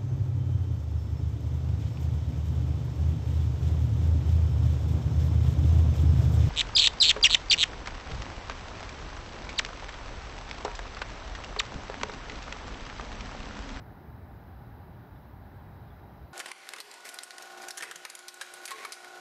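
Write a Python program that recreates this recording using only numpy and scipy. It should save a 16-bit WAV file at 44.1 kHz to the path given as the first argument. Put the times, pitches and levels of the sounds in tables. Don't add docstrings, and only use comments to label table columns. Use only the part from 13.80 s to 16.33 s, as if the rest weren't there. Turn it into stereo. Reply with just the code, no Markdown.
import sys
import numpy as np
from scipy import signal
from scipy.fft import rfft, irfft
from scipy.io import wavfile
from scipy.ndimage import uniform_filter1d

SR = 44100
rng = np.random.default_rng(int(sys.argv[2]) if len(sys.argv) > 2 else 0)


def natural_amplitude(level_db):
    exponent = np.asarray(level_db, float) / 20
    return 10 ** exponent


def unload_audio(sound):
    columns = np.transpose(np.atleast_2d(sound))
    steps = np.round(np.clip(columns, -1, 1) * 32767)
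    wavfile.write(sys.argv[1], SR, steps.astype(np.int16))


N = 111573
TIME = np.arange(N) / SR
HZ = np.maximum(np.fft.rfftfreq(N, 1 / SR), 1)


def level(x, db):
    return x * natural_amplitude(db) / np.sqrt(np.mean(x ** 2))


def across(table, order):
    rows = np.array(table, float)
    return np.interp(np.log(HZ), np.log(rows[:, 0]), rows[:, order])


def walk(rate):
    hold = int(SR / rate)
    steps = np.repeat(rng.standard_normal(N // hold + 1), hold)
    return 1.313 * uniform_filter1d(uniform_filter1d(steps, hold), hold)[:N]


def diffuse(gain):
    # (frequency [Hz], likeness of left and right [0-1], lead of the right [rad])
    pair = [(60.5, 1, 0), (190, 0.89, 0), (356, 0.93, 0.73), (490, 0.54, -1.3), (805, 0.39, 0),
            (906, 0, 1.3), (1260, 0.29, 3), (2170, 0.12, 7.5), (2800, 0, 9)]
    # (frequency [Hz], difference [dB])
    lean = [(60, 3), (200, 1.5), (400, 3), (700, 1.5), (1500, 0.9), (2400, 3.5), (3800, 5), (5000, 1),
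            (8000, 3), (11000, -2.5)]
    shared, other = rfft(rng.standard_normal((2, N)))
    alike = np.clip(across(pair, order=1), 0, 1)
    tilt = natural_amplitude(across(lean, order=1) / 2)
    right = alike * np.exp(1j * across(pair, order=2)) * shared + np.sqrt(1 - alike ** 2) * other
    return gain * np.array([shared * tilt, right / tilt])


def bed(colour, db, swell_db, flicker_db, flicker_rate):
    lo_hz, hi_hz = colour[0][0], colour[-1][0]
    spectra = diffuse(natural_amplitude(across(colour, order=1)) * (HZ >= lo_hz) * (HZ < hi_hz))
    out, swell = 0, walk(1.7)
    first, last = np.floor(2 * np.log2(lo_hz)), np.ceil(2 * np.log2(hi_hz))
    for step in np.arange(first, last + 1):
        band = np.cos(np.pi / 2 * np.clip(2 * np.log2(HZ) - step, -1, 1)) ** 2
        out = out + irfft(spectra * band, N) * natural_amplitude(swell_db * swell + flicker_db * walk(flicker_rate))
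    return level(out, db)


def microphone_hiss():
    # (frequency [Hz], density [dB per Hz])
    hiss_colour = [(7300, -19), (9650, -17.5), (10500, -8), (12100, -2), (15100, -1.5), (15750, -.5)]
    return bed(hiss_colour, db=-72, swell_db=0.1, flicker_db=0.45, flicker_rate=16)


def road_rumble():
    # (frequency [Hz], density [dB per Hz])
    rumble_colour = [(15, -42), (25, -29.5), (47, -4), (70, -0.5), (117, -2.5), (200, -9), (297, -14),
                     (480, -18.5)]
    # (time [s], rumble level [dB])
    traffic = [(0, -46), (.35, -45.5), (.6, -49.5), (.95, -46), (1.3, -47.5), (1.75, -46), (2.2, -47),
               (2.4, -46), (2.53, -53.5)]
    # (frequency [Hz], width [Hz], level [dB])
    engines = [
        (64.7, 8.3, -65.5),
        (73.5, 15, -59.5),
        (97.8, 11, -58),
        (119.2, 7, -68.5),
        (803, 60, -66),
        (931, 50, -72.5),
    ]
    near = uniform_filter1d(np.interp(TIME, *np.array(traffic).T), SR // 10)
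    nearness_db = near - near.mean()
    drones = 0
    for hz, width_hz, db in engines:
        resonance = 1 / (1 + (2 * (HZ - hz) / width_hz) ** 2)
        drones = drones + level(irfft(diffuse(resonance), N), db)
    rumble = bed(rumble_colour, db=-48, swell_db=0.49, flicker_db=0.37, flicker_rate=4.76)
    return rumble * natural_amplitude(0.61 * nearness_db) + drones * natural_amplitude(nearness_db)


def tyre_roar():
    # (frequency [Hz], density [dB per Hz])
    tyre_colour = [(480, -6), (741, -3), (808, -2), (950, -3.5), (1130, -7.5), (1420, -7), (1740, -12),
                   (2700, -24)]
    # (time [s], level [dB])
    rolling = [(0, 0), (.08, 0.5), (.25, 0), (.45, 0), (1.4, 0), (1.8, 0), (2.2, 0), (2.53, -0.5)]
    roar = bed(tyre_colour, db=-54.5, swell_db=0.28, flicker_db=0.36, flicker_rate=7.76)
    return roar * natural_amplitude(np.interp(TIME, *np.array(rolling).T))


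def leaves():
    # (frequency [Hz], density [dB per Hz])
    leaf_colour = [(2700, -0.5), (3600, -3), (3980, -1), (4360, -6.5), (5000, -5.5), (5500, -11),
                   (7300, -19)]
    return bed(leaf_colour, db=-72.5, swell_db=0.14, flicker_db=0.74, flicker_rate=12)


def camera_whine():
    # (frequency [Hz], level at the left [dB], left minus right [dB], lead of the right [rad])
    tones = [(360, -72, 8, 0), (420, -74, 8, 0), (598, -73, 8, 0), (1197, -68.5, 10, 3.),
             (1680, -79, 5, 4.5), (1978, -85.5, -2, 5.5), (3833, -86, 12, 0), (3967, -86.5, 12, 0)]
    width_hz, waver_db = 2.5, 2
    out = 0
    for hz, db, lean_db, lead in tones:
        phase = 2 * np.pi * (hz * TIME + np.cumsum(width_hz / 2 * walk(5.79)) / SR)
        pair = np.array([np.sin(phase), natural_amplitude(-lean_db) * np.sin(phase + lead)])
        out = out + np.sqrt(2) * natural_amplitude(db + waver_db * walk(4.23)) * pair
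    return out


def far_bird():
    # (time [s], length [s], first pitch [Hz], last pitch [Hz], level [dB])
    seeps = [
        (.27, .33, 9200, 6900, -90.5),
        (1.68, .3, 8150, 7550, -89.5),
    ]
    blur_hz, blur_rate = 380, 600
    flutter_db, edge_s, right_db = 2, 0.03, -6
    out = 0
    for start, length, first_hz, last_hz, db in seeps:
        shape = np.clip(np.minimum(TIME - start, start + length - TIME) / edge_s, 0, 1)
        hz = np.interp(TIME, [start, start + length], [first_hz, last_hz])
        ways = []
        for _ in range(2):
            phase = 2 * np.pi * np.cumsum(hz + blur_hz * walk(blur_rate)) / SR
            ways.append(np.sin(phase) * natural_amplitude(flutter_db * walk(39.5)))
        out = out + np.sqrt(2) * natural_amplitude(db) * shape * np.array(ways)
    return out * natural_amplitude(np.array([[0], [right_db]]))


def hedge_bird():
    # (time [s], pitch [Hz], level [dB], length [s])
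    chips = [
        (1.269, 3450, -71, .004),
        (1.353, 3600, -71, .022),
        (1.799, 3260, -69, .008),
        (2.064, 3700, -73, .024),
        (2.101, 3560, -62, .004),
        (2.111, 3450, -69, .01),
        (2.141, 3550, -70, .003),
    ]
    fall, split_hz, right_db = 0.01, 220, -15
    attack_s, release_s = 0.002, 0.005
    out = 0
    for start, hz, db, length in chips:
        t = np.maximum(TIME - start, 0)
        shape = np.clip(t / attack_s, 0, 1) * np.exp(-np.maximum(t - length, 0) / release_s)
        phase = 2 * np.pi * (hz - split_hz / 2) * (t - fall * t ** 2 / length / 2)
        voices = np.sin(phase) + 0.7 * np.sin(phase + 2 * np.pi * split_hz * t)
        out = out + natural_amplitude(db) * shape * voices
    return out * natural_amplitude(np.array([[0], [right_db]]))


def scene():
    return road_rumble() + tyre_roar() + leaves() + camera_whine() + far_bird() + hedge_bird()


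def top_cut(x):
    return signal.sosfilt(signal.butter(12, 15890, fs=SR, output="sos"), x)


def record(dry):
    mix = dry + microphone_hiss()
    return top_cut(mix)


dry = scene()
out = record(dry)
unload_audio(out)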